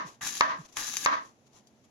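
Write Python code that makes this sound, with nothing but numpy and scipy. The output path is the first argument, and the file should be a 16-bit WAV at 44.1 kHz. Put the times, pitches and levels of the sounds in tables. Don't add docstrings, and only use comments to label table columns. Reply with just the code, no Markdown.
import sys
import numpy as np
from scipy import signal
from scipy.fft import rfft, irfft
from scipy.io import wavfile

SR = 44100
rng = np.random.default_rng(int(sys.argv[2]) if len(sys.argv) > 2 else 0)


def master(y):
    cut = np.clip(np.atleast_2d(y).T, -1, 1)
    pcm = np.round(cut * 32767)
    wavfile.write(sys.argv[1], SR, pcm.astype(np.int16))


N = 83790

# (frequency [Hz], gain [dB])
CRUNCH_TONE = [(1200, -22.5), (2300, -7), (3600, 1), (11000, 3.4), (16000, 4)]


def amp(db):
    return 10 ** (np.asarray(db) / 20)


def unit(x):
    return x / np.sqrt(np.mean(x ** 2) + 1e-20)


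def read(points, hz):
    row_hz, value = np.transpose(points)
    return np.interp(np.log(hz + 1), np.log(row_hz + 1), value)


def add(mix, start_s, sound):
    at = round(start_s * SR)
    sound = sound[..., max(-at, 0):]
    part = mix[..., max(at, 0):][..., :sound.shape[-1]]
    part += sound[..., :part.shape[-1]]


def colour(x, tone, size=4096):
    log_gain = np.log(amp(read(tone, abs(np.fft.fftfreq(size, 1 / SR)))))
    response = np.exp(np.conj(signal.hilbert(log_gain)))
    taps = np.fft.ifft(response).real[:size // 2]
    taps = taps.reshape((1,) * (x.ndim - 1) + (-1,))
    return signal.fftconvolve(x, taps, axes=-1)[..., :x.shape[-1]]


def room_noise(n):
    # (frequency [Hz], likeness [0 to 1])
    likeness = [(30, 0.47), (280, 0.97), (600, 0.72), (1100, 0.15), (2500, 0), (16000, 0.23)]
    left, other = rfft(rng.standard_normal((2, n)))
    alike = np.clip(read(likeness, np.fft.rfftfreq(n, 1 / SR)), -1, 1)
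    right = alike * left + np.sqrt(1 - alike ** 2) * other
    return irfft(np.array([left, right]), n)


def quiet_kitchen():
    # (frequency [Hz], gain [dB])
    tone = [(25, -18), (60, -3.5), (130, 9), (170, -2.5), (215, 11), (290, 2), (500, -4), (900, -8),
            (1400, -16.5), (3000, -21.5), (16000, -22)]
    return amp(-61.5) * unit(colour(room_noise(N), tone))


def cell_clicks(per_s=5500, spread_db=2, clump_s=0.006):
    sizes = amp(spread_db * np.minimum(rng.exponential(1, N), 4))
    bursts = rng.random(N) < per_s / SR
    clump_db = unit(signal.lfilter([1], [1, -np.exp(-1 / (clump_s * SR))], rng.standard_normal(N)))
    sides = rng.choice([-1, 1], N) + 1.3 * rng.standard_normal((2, N))
    return unit(sizes * bursts * amp(clump_db) * sides)


def brushing():
    # (time [s], width [s], level [dB])
    touches = [(0.082, 0.019, -49.5), (0.136, 0.02, -59), (0.608, 0.028, -55.5), (0.659, 0.0083, -53),
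               (0.694, 0.009, -58.5), (0.749, 0.021, -56.5), (1.257, 0.037, -57.5), (1.472, 0.0069, -62),
               (1.568, 0.025, -57.5), (1.849, 0.0074, -63)]
    # (frequency [Hz], gain [dB])
    tone = [(100, 3), (250, 5.5), (600, -4.5), (1000, 0), (1500, -10), (3000, -9.5), (6000, -7),
            (9000, -6.5), (16000, -13.5)]
    t = np.arange(N) / SR
    loudness = sum(amp(db) * np.exp(-.5 * ((t - s) / width) ** 2) for s, width, db in touches)
    return loudness * unit(colour(cell_clicks() + room_noise(N), tone))


def blade_lifts():
    # (time [s], width [s], level [dB], starting pitch [Hz], rate of fall [1/s])
    blips = [(0.056, .014, -39.5, 170.6, 19), (0.603, 0.015, -37, 160, 10)]
    out = np.zeros((2, N))
    for s, width, db, hz, fall in blips:
        t = np.arange(-3 * width, 3 * width, 1 / SR)
        cycles = np.cumsum(hz * np.exp(-fall * t)) / SR
        add(out, s + t[0], amp(db) * np.exp(-(t / width) ** 2) * np.sin(2 * np.pi * cycles))
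    return out


def blade_ticks(fade_s=0.064):
    # (time [s], level [dB], pitch [Hz])
    ticks = [(0.725, -52.5, 5850), (1.671, -57, 4730)]
    t = np.arange(SR // 8) / SR
    out = np.zeros((2, N))
    for s, db, hz in ticks:
        scratch = colour(rng.standard_normal((2, len(t))), CRUNCH_TONE)
        ring = .5 * np.sin(2 * np.pi * hz * t)
        add(out, s, amp(db - 60 * t / fade_s) * (scratch + ring))
    return out


def kitchen_ring(echo_s, echo_db, hold_s):
    # (frequency [Hz], gain [dB])
    room_tone = [(50, -36), (190, -24.5), (300, -20), (430, -33), (530, -19), (640, -19), (770, -24.5),
                 (1030, -2), (1250, -7), (1420, -17), (1800, -11), (2400, -25), (3200, -28), (4500, -28.5),
                 (6200, -35.5), (8000, -47)]
    # (pitch [Hz], level [dB])
    notes = [(286, -53), (622, -54), (652, -47), (992, -36.5), (1045, -45), (1138, -30), (1212, -35.5),
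             (1270, -44), (1524, -48.5), (1583, -39.5), (1802, -52), (1856, -58), (2236, -56.5)]
    t = np.arange(SR * 3 // 4) / SR
    lead_s = np.array([[0], [0.00045]])
    tones = sum(amp(db) * np.sin(2 * np.pi * (hz * (t + lead_s) + rng.random())) for hz, db in notes)
    reflections = amp(-12) * colour(room_noise(len(t)), room_tone)
    spectrum = rfft(reflections + tones)
    band = np.digitize(np.fft.rfftfreq(len(t), 1 / SR), [480, 800])
    bass, middle, treble = (irfft(spectrum * (band == k), len(t)) for k in range(3))
    fall_db = 110 * np.minimum(t, hold_s) + 255 * np.maximum(t - hold_s, 0)
    dip_db = 3.5 * np.exp(-((t / echo_s - 0.69) / 0.34) ** 2)
    swell_db = echo_db * np.exp(-((t / echo_s - 1) / .24) ** 2) - dip_db
    bass *= amp(swell_db - 0.62 * fall_db)
    middle *= amp(-fall_db)
    treble *= amp(swell_db - fall_db)
    fade_in = np.minimum(t / 0.0089, 1)
    return fade_in * (bass + middle + treble)


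def knock(rebound_s=0.002278, free_swing_s=0.0018, left_lag_s=0.00023):
    # (frequency [Hz], gain [dB])
    push_tone = [(40, -24), (250, -9), (600, -4.5), (1100, -3.5), (2200, 14.5), (3100, -3.5), (4100, 2.5),
                 (5200, -0.5), (7000, -30), (11000, -11), (16000, -29)]
    # (pitch [Hz], level [dB], time to fade by 60 dB [s])
    notes = [(590, -35, 0.011), (1113, -18, 0.0076), (1183, -20.5, 0.0087), (1766, -21, 0.0063),
             (2100, -42.5, 0.0088), (3810, -37, .008), (6000, -39, .013)]
    t = np.arange(SR // 10) / SR
    push = colour(1. * (t == 0), push_tone)
    rebound = amp(-5.5) * np.interp(t - rebound_s, t, push, left=0)
    pressed_s = np.maximum(t - free_swing_s, 0)
    swing = sum(amp(db - 60 * pressed_s / fade_s) * np.sin(2 * np.pi * hz * t)
                for hz, db, fade_s in notes)
    right = -(push + rebound + swing)
    delayed = np.interp(t - left_lag_s, t, right, left=0)
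    left = amp(2) * colour(delayed, [(500, -7.5), (1200, -0.5)])
    return np.array([left, right])


def board_knocks():
    # (time [s], level [dB], room level [dB], echo delay [s], echo boost [dB], slow fade [s])
    landings = [(-.142, 6, 11.5, 0.075, 2, 0.17), (0.4088, 3.5, 9, 0.1, 4, 0.14),
                (1.0608, 0.5, 9, 0.071, 5.5, 0.12)]
    out = np.zeros((2, N))
    for s, db, room_db, echo_s, echo_db, hold_s in landings:
        add(out, s, amp(db) * knock())
        add(out, s, amp(room_db) * kitchen_ring(echo_s, echo_db, hold_s))
    return out


def steel_ring(t, fade_s=0.022):
    # (pitch [Hz], level [dB])
    notes = [(2627, -34.5), (4802, -10.5), (8005, -12.5)]
    return sum(amp(db - 60 * t / fade_s) * np.sin(2 * np.pi * hz * t) for hz, db in notes)


def fibre_snaps(rise_s=0.00037):
    # (time [s], level [dB], pitch [Hz], thud level [dB])
    snaps = [(0.211, -43.5, 2940, -20), (0.2258, -41.5, 6040, -24), (0.2676, -31, 5900, -11.5),
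             (0.2739, -26, 5770, -21), (0.2891, -26, 5560, -23.5), (0.3532, -27.5, 4750, -23),
             (0.3697, -27.5, 6040, -21), (0.7697, -24, 3400, -8), (0.792, -34, 4060, -14.5),
             (0.8798, -34.5, 5900, -21), (0.8972, -28.5, 5770, -21), (0.939, -25, 6150, -24),
             (0.9689, -17, 6200, -16), (1.046, -26.5, 6040, -35), (1.0497, -21, 6250, -32.5)]
    # (frequency [Hz], gain [dB])
    crack_tone = [(600, -13), (2200, 0.5), (3600, -2), (6000, -0.5), (8000, 4), (15000, 3.5)]
    thud_tone = [(100, -14.5), (600, -3.5), (1200, 14.5), (1800, -2), (2800, -2.5), (6000, -14)]
    t = np.arange(SR // 50) / SR
    pulse = t / rise_s * np.exp(1 - t / rise_s)
    thud = colour(1. * (t == 0), thud_tone)
    out = np.zeros((2, N))
    for s, db, hz, thud_db in snaps:
        burst = pulse * (.55 * np.sin(2 * np.pi * hz * t) + rng.standard_normal((2, len(t))))
        crack = colour(burst, crack_tone) + steel_ring(t)
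        add(out, s, amp(db) * crack + amp(thud_db) * thud)
    return out


def crunching():
    # (time [s], relative crunch level [dB], relative body level [dB])
    strokes = [
        [(.2095, -47.5, -49.5), (.229, -38.5, -43.5), (.269, -34.5, -47.5), (.297, -39.5, -50.5),
         (.35, -39.5, -54), (.408, -39, -57.5)],
        [(.756, -54, -64), (.768, -43.5, -51), (.771, -33.5, -42.5), (.82, -37.5, -47), (.94, -39.5, -56),
         (1.0, -39, -55.5), (1.043, -36, -51.5), (1.06, -52, -42)],
    ]
    # (frequency [Hz], gain [dB])
    body_tone = [(40, -1.5), (100, -3.5), (220, -7.5), (480, -12), (850, -3), (1200, 4), (1400, -4.5),
                 (1700, 6), (2050, -8), (2800, -12.5), (5000, -34)]
    rumble_tone = [(60, -23), (190, -1), (310, -5), (600, -23.5), (1500, -30)]
    t = np.arange(N) / SR
    crackle = unit(colour(cell_clicks(), CRUNCH_TONE))
    body = unit(colour(cell_clicks(), body_tone))
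    steel = unit(signal.fftconvolve(cell_clicks(), steel_ring(t[:SR // 20])[None], axes=1)[:, :N])
    rumble = unit(colour(room_noise(N), rumble_tone))
    crunch = crackle + amp(-17) * steel + amp(-20.5) * rumble
    out = np.zeros((2, N))
    for stroke in strokes:
        times, crunch_db, body_db = np.transpose(stroke)
        out += crunch * amp(4 + np.interp(t, times, crunch_db, left=-120, right=-120))
        out += body * amp(3 + np.interp(t, times, body_db, left=-120, right=-120))
    return out


def slicing(room_db=-5, fade_s=0.053):
    cut = crunching() + fibre_snaps()
    t = np.arange(SR // 3) / SR
    tail = unit(room_noise(len(t)) * amp(-60 * t / fade_s)) / np.sqrt(len(t))
    return cut + amp(room_db) * signal.fftconvolve(cut, tail, axes=1)[:, :N]


def scene():
    return board_knocks() + slicing() + brushing() + blade_lifts() + blade_ticks() + quiet_kitchen()


def record(dry):
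    # (frequency [Hz], gain [dB])
    left_tone = [(50, -7.5), (300, -3.5), (700, 0.5), (1100, -1), (2500, 4), (4400, 2.5), (5500, 5.5),
                 (6100, 10), (6700, 7.5), (7300, 4), (8300, -10), (10000, -17), (11500, -26.5),
                 (14000, -18)]
    right_tone = [(50, -4.5), (300, -2.5), (700, 2.5), (1100, 0), (2500, 2), (4000, 1), (5000, -5),
                  (6000, -11), (7400, -12.5), (9200, -10.5), (11000, 0.5), (12500, -10.5), (16000, -23.5)]
    sides = np.array([colour(dry[0], left_tone), colour(dry[1], right_tone)])
    treble_cut = signal.firwin(511, 16200, window=("kaiser", 9), fs=SR)
    return signal.oaconvolve(sides, treble_cut[None], "same")


dry = scene()
out = record(dry)
master(out)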